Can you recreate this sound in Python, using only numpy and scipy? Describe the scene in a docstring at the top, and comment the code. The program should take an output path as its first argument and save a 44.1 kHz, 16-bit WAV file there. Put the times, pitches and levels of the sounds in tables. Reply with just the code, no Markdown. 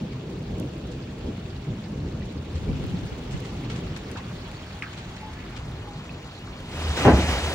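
"""A narrow side yard between metal fences, in steady rain. Countless drops blur into a hiss, while
single ones tick on gravel, tap the bin lids and ring as bubbles in puddles. Thunder rolls far off,
air buffets the microphone and a distant bird hoots twice. Near the end a rush of noise swells up,
then the pressure fronts of a heavy clap boom through the yard and set it ringing."""
import sys
import numpy as np
from scipy import signal
from scipy.io import wavfile

SR = 44100
rng = np.random.default_rng(int(sys.argv[2]) if len(sys.argv) > 2 else 0)


def persist_wave(psi):
    """Save psi, clipped to +-1, as 16-bit WAV."""
    counts = np.round(np.clip(psi, -1, 1) * 32767).astype(np.int16)
    wavfile.write(sys.argv[1], SR, np.atleast_2d(counts).T)


N = 332514
TIME = np.arange(N) / SR
LATE = round(6.5 * SR)   # the rush and the clap are silent before this sample
# "Mid" is what both ears share, "side" is how they differ; "t60" is the time to fade by 60 dB.
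# Levels in the tables are starting points: most functions add a boost or a cut of their own.

# How hard it rains, louder among the bins: t/s, low wash level/dB, high patter level/dB
RAIN_LEVELS = [(0.0, -52, -56.5), (2.4, -51.5, -57), (2.77, -49.5, -53.5), (3.4, -47.5, -53.5),
               (4.85, -48, -54.2), (5.55, -47, -55.5), (5.9, -48, -56), (6.6, -49, -55)]
# The tone of the rain, from low to high: f/Hz, mid level/dB, side level/dB
RAIN_SPECTRUM = [(528, -5.5, -16), (750, 0, -5), (1020, -2.5, -6.5), (1510, -5, -9), (2160, -7.5, -10.5),
                 (2950, -11.5, -8.5), (3760, -14, -11.5), (4450, -13, -17), (5360, -19.5, -20.5),
                 (6420, -19, -21), (7400, -29, -21.5), (8800, -60, -23.5), (12920, -112, -28)]
def rain(wash_db=1.5, patter_db=9.0, grain_db=-5, flicker_db=1.62, sizzle_db=-20):
    """Far drops blur into a finely grained hiss, each pitch flickering a little on its own."""
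    wash, patter = in_time(RAIN_LEVELS)
    grain = from_db(grain_db) * impacts(per_s=1200, spread_db=2.0)
    source = from_one_side(rms_one(white() + grain))
    low, high = wash + wash_db, patter + patter_db
    gain_at = lambda hz: from_db(blend(hz, 2460, 2480, low, high) + flicker_db * drift(25))
    hiss = coloured(RAIN_SPECTRUM, gain_at, source)
    return wide_treble(hiss) + from_db(patter + sizzle_db) * sizzle()


def spatter(level_db=-9, mid_db=-7):
    """Small drops land nearby, each a bright tick with a wisp of spray."""
    _, patter = in_time(RAIN_LEVELS)
    hits = drop_sizes(per_s=45, spread_db=3.0) * rng.choice([-1, 1], (2, N))
    mid, side = fence_echoes(band(hits, 3200, 12000), t60=0.03, wet_db=3.5)
    return from_db(patter + level_db) * rms_one(wide_treble(stereo(from_db(mid_db) * mid, side)))


def plinks(cycles=28, level_db=-1.5, pitch_count=14):
    """Drops on leaves, gravel and puddles each ring briefly at a pitch of their own."""
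    _, patter = in_time(RAIN_LEVELS)
    sizes = drop_sizes(per_s=70, spread_db=3.5)
    pitch_index = rng.integers(0, pitch_count, N)
    ears = rng.standard_normal((2, N))
    hits = sizes * ears / np.hypot(*ears)   # each drop lands in its own direction
    pitches = np.geomspace(2200, 4700, pitch_count)
    out = sum(ring(hits * (pitch_index == k), hz, cycles / hz) for k, hz in enumerate(pitches))
    return from_db(patter + level_db) * rms_one(wide_treble(fence_echoes(out, t60=0.079, wet_db=2.0)))


# Fat drops bursting: t/s, spray level/dB, crunch level/dB, t60/s
FAT_DROPS = [(0.912, -51, -49, 0.1), (2.552, -48.5, -45, 0.087), (3.308, -45, -46, 0.16),
             (3.447, -50, -45.5, 0.18), (3.695, -50, -39.5, 0.24), (3.753, -56, -47, 0.26),
             (3.959, -44, -37.5, 0.081), (4.167, -51, -40, 0.13), (4.82, -51, -40, 0.097),
             (4.925, -53, -44, 0.15), (4.972, -55, -44, 0.21), (5.163, -45, -41, 0.041),
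             (5.56, -50, -40, 0.15)]
def splashes(rise_s=0.0061):
    """A fat drop lands with a coarse crunch and throws a fine spray that patters down around it."""
    spray, crunch = np.zeros((2, N))
    t = TIME[:SR // 3]
    for s, spray_db, crunch_db, t60 in FAT_DROPS:
        at = round(s * SR)
        shape = np.minimum(t / rise_s, 1) * from_db(-60 * t / t60)
        spray[at:at + len(t)] += from_db(spray_db) * shape
        crunch[at:at + len(t)] += from_db(crunch_db) * shape
    coarse, fine = impacts(per_s=2600, spread_db=-0.5)
    mid, side = crunch * rms_one(band(coarse, 1000, 3600)) + spray * rms_one(band(fine, 3400, 8000))
    return wide_treble(stereo(mid, 1.1 * side))


# Tiny drops next to the microphone: t/s, level/dB, f/Hz
TINY_DROPS = [(0.584, -52, 8000), (0.599, -43, 11000), (0.755, -68, 10500), (0.78, -58, 8500),
              (1.525, -64, 8500), (1.884, -62, 9500), (2.866, -53, 11000), (2.895, -62, 10500),
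              (3.403, -49.5, 8400), (3.975, -51, 9500), (4.115, -46, 8450), (4.329, -64, 11000),
              (4.481, -55, 9500), (4.515, -52, 7900), (4.667, -60, 11000), (4.988, -58, 8500),
              (5.507, -63, 11000), (6.245, -59, 9000), (6.393, -64, 9500), (6.604, -53, 8450)]
def close_ticks(level_db=-2.5, width=2.2, slap_cycles=70, scatter=0.2):
    """The smallest drops tick close by, with almost no echo."""
    ticks = np.zeros((2, N))
    t = TIME[:SR // 10]
    for s, db, hz in TINY_DROPS:
        splash = scatter * rng.standard_normal((2, len(t))) * from_db(-60 * t * hz / slap_cycles)
        splash[:, 0] += 1   # first contact
        slap = band(splash, hz / width, hz * width)
        slap = band(slap, hz / 4, hz * 1.2)   # dull above its pitch, fuller below
        slap /= np.sqrt(np.sum(slap ** 2) / (2 * SR / 100))   # power 1 over ten milliseconds
        at = round(s * SR)
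        ticks[:, at:at + len(t)] += from_db(db + level_db) * slap
    return fence_echoes(ticks * [[1], [-1]], t60=0.046, wet_db=-30.0)


# Heavy drips hitting the bin lids: t/s, tick level/dB, f/Hz, rattle level/dB
LID_HITS = [(4.16, -31, 1400, -48), (4.1645, -28, 1450, -45), (4.8237, -17, 2260, -37.5),
            (6.476, -33.5, 1240, -49)]
def lid_taps(cycles=0.89, echo_s=0.017, echo_db=-11, low_t60=0.3, high_t60=0.13):
    """A hard tick bounces off the fence while the lid rattles; the rattle's top dies first."""
    out = np.zeros((2, N))
    lead = SR // 200   # room for the tick to build before its peak
    t = TIME[:SR // 5] - lead / SR
    for s, db, hz, rattle_db in LID_HITS:
        tick, echo = (np.sin(2 * np.pi * hz * age) * np.exp(-.5 * (age * hz / cycles) ** 2)
                      for age in (t, t - echo_s))
        rattle = 0
        for low, high, t60 in ((.5 * hz, .9 * hz, low_t60), (.9 * hz, 1.17 * hz, high_t60)):
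            noise = rms_one(band(band(rng.standard_normal((2, len(t))), low, high), low, high))
            rattle += noise * np.clip(t * hz / 2, 0, 1) * from_db(rattle_db - 60 * t / t60)
        tap = from_db(db) * (tick + from_db(echo_db) * echo)
        at = round(s * SR) - lead
        out[:, at:at + len(t)] += tap + stereo(rattle[0], 0.64 * rattle[1])
    return out


# Drips falling into puddles: t/s, level/dB, starting f/Hz
BUBBLES = [(0.130, -48, 3070), (2.002, -44, 4200), (2.221, -38, 1920), (3.364, -41, 2740),
           (4.515, -44, 2450), (4.568, -38, 4450), (4.667, -39, 1600), (6.094, -33, 2540)]
def puddle_drips(t60=0.022, rise_per_s=4.0):
    """Each drip traps a bubble that rings briefly and rises in pitch."""
    out = np.zeros(N)
    t = TIME[:SR // 10]
    for s, db, hz in BUBBLES:
        at = round(s * SR)
        chirp = np.sin(2 * np.pi * hz * t * (1 + rise_per_s * t / 2))
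        out[at:at + len(t)] += from_db(db - 60 * t / t60) * chirp
    return wide_treble(fence_echoes(out, t60=0.07, wet_db=-8))


# The clap's sudden jumps in air pressure: t/s, level/dB, length/s
PRESSURE_FRONTS = [(7.052, -4.5, 0.0011), (7.0618, -8.5, 0.0072), (7.072, -6.5, 0.0047),
                   (7.081, -6.5, 0.00438), (7.093, -8, 0.0035), (7.136, -8.5, .009), (7.151, -20.5, 0.0074)]
# The tone of its roar: f/Hz, mid level/dB, side level/dB
ROAR_SPECTRUM = [(49.89, -24.5, -53), (90, -2.5, -52), (162, -12.5, -29), (283, -2, -26), (497, -8.5, -17),
                 (800, -9.5, -17), (1090, -18.5, -26), (1900, -21, -25), (2580, -34, -24), (3598, -58, -37)]
# The roar bouncing back: t/s, level against the roar/dB
ROAR_REBOUNDS = [(7.148, -14), (7.195, -12.5)]
# The notes at which the yard rings: f/Hz, level/dB, t60/s
YARD_NOTES = [(188.7, -10, 0.45), (279, -10.5, 0.35), (345, -15, 0.3), (452, -11, 0.2), (533, -10, 0.32),
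              (630, -16, 0.11), (630, -15.5, 0.38), (790, -13, 0.26), (862, 0, 0.097), (1005, -12, 0.25),
              (1130, -6, 0.19), (1560, -4, 0.25), (1960, -8, 0.17)]
def clap(crest_s=7.064, hold_s=0.023, rise_s=0.3, roar_db=-12.5, ring_db=-46):
    """A volley of pressure fronts and a roar that bounces back dully; both make the yard ring."""
    t = TIME[LATE:]
    fronts = np.zeros(len(t))
    for s, db, length in PRESSURE_FRONTS:
        phase = (t - s) / length
        fronts += from_db(db) * (1 - 2 * phase) * ((phase >= 0) & (phase < 1))   # shaped like an N
    fronts = band(fronts, 76, 1270)
    rise = from_db(-60 * np.maximum(crest_s - t, 0) / rise_s)
    rise *= from_db(np.interp(t, [7.049, 7.052], [-9, 0]))   # the roar jumps with the first front
    age = np.maximum(t - crest_s - hold_s, 0)
    rebounds = np.sqrt(sum(swell(s, db, rise_s=0.011, fall_s=0.034) for s, db in ROAR_REBOUNDS))[LATE:]

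    def gain_at(hz):
        t60 = blend(hz, 150, 720, 0.49, 0.27)   # the treble dies first
        dulling = from_db(blend(hz, 300, 900, 0, -13))
        return np.hypot(rise * from_db(-60 * age / t60), rebounds * dulling)

    roar = from_db(roar_db) * coloured(ROAR_SPECTRUM, gain_at, white()[..., LATE:])
    yard = sum(from_db(db + ring_db) * ring(fronts + roar, hz, t60) for hz, db, t60 in YARD_NOTES)
    return start_late(fronts + roar + yard)


# The tone of the rush: f/Hz, mid level/dB, side level/dB
RUSH_SPECTRUM = [(130, -0.5, -43), (250, -9, -26), (450, -6, -23), (760, -7, -14.5), (1160, -11.5, -21),
                 (2200, -14.5, -14.5), (3340, -19, -13), (5360, -23, -26), (6640, -23, -17),
                 (7800, -29, -28), (9500, -54, -26), (14820, -111, -32)]
# Surges in its hiss: t/s, level/dB
HISS_SURGES = [(6.983, -39), (7.164, -41), (7.295, -39.5), (7.45, -44)]
# Swells of the low drone under it: t/s, level/dB, rise/s, fall/s
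DRONE_SWELLS = [(6.9, -22.5, 0.066, 0.031), (7.16, -18, 0.089, 0.16), (7.45, -20, 0.018, 0.045)]
def rush(start_s=6.6, full_s=6.88, fade_in_s=0.18, hiss_db=12.0, sizzle_db=-20,
         drone_db=-4.0, drone_hz=73, wander_hz=5.5, throb_db=3.0, rustle_db=1.6):
    """A broad, grainy, rustling rush climbs, holds and surges over a low drone."""
    held = from_db(np.interp(TIME, [start_s, full_s], [-53.5, -45]))
    surges = sum(swell(s, db, rise_s=0.015, fall_s=0.092) for s, db in HISS_SURGES)
    hiss_gain = np.sqrt(held ** 2 + surges)
    drone_gain = np.sqrt(sum(swell(*row) for row in DRONE_SWELLS)) * from_db(throb_db * drift(24))
    grain = from_db(-6.5) * impacts(per_s=2800, spread_db=-0.5)
    source = from_one_side(rms_one(white() + grain))
    gain_at = lambda hz: hiss_gain[LATE:] * from_db(hiss_db + rustle_db * drift(38)[LATE:])
    hiss = wide_treble(start_late(coloured(RUSH_SPECTRUM, gain_at, source[..., LATE:])))
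    pitch = drone_hz + wander_hz * drift(9.25)
    drone = from_db(drone_db) * drone_gain * np.sqrt(2) * np.sin(2 * np.pi * np.cumsum(pitch) / SR)
    fade_in = np.clip((TIME - start_s) / fade_in_s, 0, 1)
    return fade_in * (hiss + from_db(sizzle_db) * hiss_gain * sizzle() + drone)


# The steady rumble of far thunder: t/s, deep level/dB, roll level/dB
RUMBLE_LEVELS = [(0.0, -43, -34), (1.1, -42.5, -35.5), (2.2, -39.5, -36.5), (2.8, -40, -33.5),
                 (3.7, -40.5, -37), (4.6, -43.5, -40), (5.8, -41, -41), (6.3, -49, -43.5),
                 (6.7, -42.5, -40)]
# Peals that stand out of it, low to high: t/s, deep level/dB, roll level/dB, growl level/dB
THUNDER_PEALS = [(0.02, -38, -30, -33.5), (0.52, -35, -29.5, -34.5), (0.61, -41, -37, -29.5),
                 (1.275, -36, -35, -28.5), (1.57, -38, -39, -48), (1.706, -38, -28, -34),
                 (1.93, -41, -47, -34.5), (2.05, -36, -49, -49), (2.56, -47, -54, -51),
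                 (2.69, -31, -34, -30), (3.7, -42, -42, -39.5), (3.88, -35, -41, -50),
                 (5.98, -47, -37, -50), (6.12, -46, -41.5, -38.5)]
# The tone of the thunder: f/Hz, mid level/dB, side level/dB
THUNDER_SPECTRUM = [(24.987, -35.5, -34.5), (42.3, -1.5, -44), (64.5, -1.5, -77.5), (130, 0.5, -69),
                    (200, -3.5, -41), (288, -8.5, -26.5), (435, -12, -21.5), (690, -25, -25.5),
                    (898.1, -34.5, -37)]
def thunder(deep_db=7.0, roll_db=3.0, growl_db=3.0, lumpy_db=1.64, heave_db=-1.1):
    """Far thunder heaves and rolls; single peals swell out of it, some deep, some growling."""
    deep_power, roll_power = from_db(in_time(RUMBLE_LEVELS) + heave_db * drift(1.3)) ** 2
    power = np.array([deep_power, roll_power, roll_power])   # between peals the growl follows the roll
    for s, *levels_db in THUNDER_PEALS:
        power += from_db(np.array(levels_db))[:, None] ** 2 * swell(s, 0, rise_s=0.026, fall_s=0.034)
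    deep, roll, growl = 10 * np.log10(power) + [[deep_db], [roll_db], [growl_db]]

    def gain_at(hz):
        bass = blend(hz, 75, 135, deep, roll)
        return from_db(blend(hz, 196, 230, bass, growl) + lumpy_db * drift(5.0))

    return coloured(THUNDER_SPECTRUM, gain_at, white())


# Thumps on the microphone, swirls of air and one knock at 3.34 s: t/s, level/dB, f/Hz, t60/s, side share (0 to
# 1)
MIC_THUMPS = [(2.539, -18, 77, 0.33, 0.067), (2.702, -25, 116, 0.16, 0.98), (2.84, -13, 124, 0.049, 0.62),
              (2.935, -16.5, 181, 0.14, 0.065), (3.035, -20, 200, 0.033, 0.86),
              (3.126, -18, 260, 0.017, 0.95), (3.34, -18, 130, 0.072, 1)]
def wind(breeze_db=-74, gust_s=2.8, gust_db=-40.5, snap_db=-12, snap_t60=0.016):
    """A breeze and one gust ruffle the microphone; stronger swirls thump it, and once it is knocked."""
    ruffle = np.sqrt(from_db(breeze_db) ** 2 + swell(gust_s, gust_db, rise_s=0.12, fall_s=0.22))
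    ruffle *= from_db(3.1 * drift(3.3))
    out = stereo(0, ruffle * rms_one(band(rng.standard_normal(N), 50, 180)))
    snap = rms_one(band(rng.standard_normal(N), 150, 1500))
    for s, db, hz, t60, side in MIC_THUMPS:
        age = np.maximum(TIME - s, 0)
        onset = np.minimum(age * hz, 1)   # builds over one cycle
        thump = from_db(db - 60 * age / t60) * np.sin(2 * np.pi * hz * age) * onset
        thump += side * snap * (age > 0) * from_db(db + snap_db - 60 * age / snap_t60)
        out += stereo((1 - side) * thump, side * thump)
    return out


# Two hoots, the first ending in a faint higher note: t/s, f/Hz, level/dB, t60/s
BIRD_NOTES = [(5.211, 860, -37, 0.43), (5.352, 1724, -47, 0.29), (5.862, 824, -41.5, 0.66)]
def bird(note_s=0.14, rise_s=0.023, waver_hz=10, flutter_db=1.5):
    """A distant bird hoots soft, slightly unsteady notes that rise quickly and fade."""
    out = np.zeros(N)
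    waver, flutter = waver_hz * drift(40), flutter_db * drift(30)
    for s, hz, db, t60 in BIRD_NOTES:
        note = slice(round(s * SR), round((s + note_s) * SR))
        age = TIME[note] - TIME[note][0]
        pitch = hz + waver[note]
        shape = np.clip(np.minimum(age, note_s - age) / rise_s, 0, 1)
        level = db - 60 * np.maximum(age - rise_s, 0) / t60 + flutter[note]
        out[note] += shape * from_db(level) * np.sin(2 * np.pi * np.cumsum(pitch) / SR)
    return fence_echoes(out, t60=.4, wet_db=-7)


def sizzle(low_hz=15000, high_hz=15800):
    """A thin hiss at the very top of the treble, the same in both ears."""
    return rms_one(band(band(rng.standard_normal(N), low_hz, high_hz), low_hz, high_hz))


def fence_echoes(x, t60, wet_db):
    """Add the dense echoes between wall and fence, different at each ear; wet_db is their level."""
    t = TIME[:SR // 2]
    echoes = rng.standard_normal((2, len(t))) * from_db(-60 * t / t60) * (t > .003)
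    echoes /= np.sqrt(np.sum(echoes ** 2, axis=1, keepdims=True))
    return x + from_db(wet_db) * signal.fftconvolve(np.atleast_2d(x), echoes, axes=1)[:, :N]


# Where the rain comes from as the microphone turns: t/s, direction (-1 right to 1 left)
RAIN_DIRECTION = [(0, -0.19), (3.8, -0.22), (5.3, -0.46), (5.6, 0.54), (7.54, 0.82)]
def from_one_side(source, delay_samples=7):
    """Mix in noise that reaches one ear just before the other."""
    direction, = in_time(RAIN_DIRECTION)
    share = np.clip(np.abs(direction), 0, 1)
    early = rng.standard_normal((2, N))
    late = np.roll(early, delay_samples, axis=1)
    aimed = np.stack([early + late, np.sign(direction) * (early - late)], axis=1) / np.sqrt(2)
    return np.sqrt(1 - share) * source + np.sqrt(share) * aimed


def wide_treble(x, mid_top_hz=8370):
    """The high treble sounds wide: cut from the middle, it stays in the difference between the ears."""
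    low_pass = signal.ellip(4, .15, 25, mid_top_hz, fs=SR, output="sos")
    return stereo(signal.sosfiltfilt(low_pass, (x[0] + x[1]) / 2), (x[0] - x[1]) / 2)


def coloured(spectrum, gain_at, source):
    """Give noise a tone, in bands a third of an octave wide; each band follows gain_at(hz)."""
    points, mid_db, side_db = np.transpose(spectrum)
    edge_count = round(3 * np.log2(points[-1] / points[0])) + 2
    edges = np.geomspace(points[0] / 1.12, points[-1] * 1.12, edge_count)
    out, power = np.zeros(source.shape[1:]), 0
    for k, (low, high) in enumerate(zip(edges, edges[1:])):
        hz = np.sqrt(low * high)
        levels_db = [[np.interp(np.log(hz), np.log(points), c)] for c in (mid_db, side_db)]
        gains = np.sqrt(high - low) * from_db(levels_db)
        noise = band(source[k % 2], low, high)   # neighbouring bands use unrelated noise
        out += noise * (gains / noise.std(axis=1, keepdims=True)) * gain_at(hz)
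        power += gains[0, 0] ** 2
    return stereo(*out) / np.sqrt(power)


def drop_sizes(per_s, spread_db):
    """Clicks at random moments, some stronger than the rest."""
    return from_db(spread_db * np.minimum(rng.exponential(1, N), 3)) * (rng.random(N) < per_s / SR)


def impacts(per_s, spread_db):
    """Countless small hits of uneven strength, as two mid/side pairs."""
    sizes = from_db(spread_db * np.minimum(rng.exponential(1, N), 3))
    return rms_one(white() * sizes * (rng.random(N) < per_s / SR))


def white():
    """Two mid/side pairs of plain, unrelated noise."""
    return rng.standard_normal((2, 2, N))


def drift(rate_hz):
    """A smooth random wobble, about 1 in size."""
    r = np.exp(-80 * np.pi * rate_hz / SR)
    slow = signal.lfilter([1], [1, -2 * r, r * r], rng.standard_normal(N // 40 + 2002))[2000:]
    return np.interp(np.arange(N) / 40, np.arange(len(slow)), rms_one(slow))


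def ring(clicks, hz, t60):
    """Each click starts a pure tone that fades away."""
    r, w = 1000 ** (-1 / (t60 * SR)), 2 * np.pi * hz / SR
    return signal.lfilter([0, np.sin(w)], [1, -2 * r * np.cos(w), r * r], clicks + 1e-18)


def swell(s, db, rise_s, fall_s):
    """The power of a bell-shaped swell that peaks at time s."""
    distance = (TIME - s) / np.where(TIME < s, rise_s, fall_s)
    return from_db(db) ** 2 * np.exp(-np.minimum(distance ** 2, 60))


def band(x, low_hz, high_hz):
    """Keep the sound between two pitches."""
    band_pass = signal.butter(2, [low_hz, min(high_hz, .49 * SR)], "band", fs=SR, output="sos")
    return signal.sosfilt(band_pass, x + 1e-18)


def blend(hz, low_hz, high_hz, low_value, high_value):
    """Slide from one value to another across a range of pitch."""
    share = np.clip(np.log(hz / low_hz) / np.log(high_hz / low_hz), 0, 1)
    return low_value + share * (high_value - low_value)


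def in_time(rows):
    """Join a table's points with straight lines, one curve for each column after the time."""
    s, *columns = np.transpose(rows)
    return [np.interp(TIME, s, c) for c in columns]


def start_late(x):
    """Put silence before a late sound."""
    return np.pad(x, [(0, 0), (LATE, 0)])


def stereo(mid, side):
    """Turn mid and side into left and right."""
    return np.array([mid + side, mid - side])


def from_db(db):
    """Turn decibels into a number to multiply by."""
    return 10 ** (np.maximum(db, -240) / 20)


def rms_one(x):
    """Scale a sound to an average power of 1."""
    return x / np.sqrt(np.mean(x ** 2) + 1e-20)


def scene():
    """Everything heard in the yard."""
    water = rain() + spatter() + plinks() + splashes() + close_ticks() + lid_taps() + puddle_drips()
    return water + thunder() + rush() + clap() + wind() + bird()


def record(dry, ceiling=1.2, cutoff_hz=15750):
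    """Round off the loudest peaks and cut the highest treble."""
    low_pass = signal.ellip(10, .1, 80, cutoff_hz, fs=SR, output="sos")
    return signal.sosfilt(low_pass, ceiling * np.tanh(dry / ceiling))


dry = scene()
out = record(dry)
persist_wave(out)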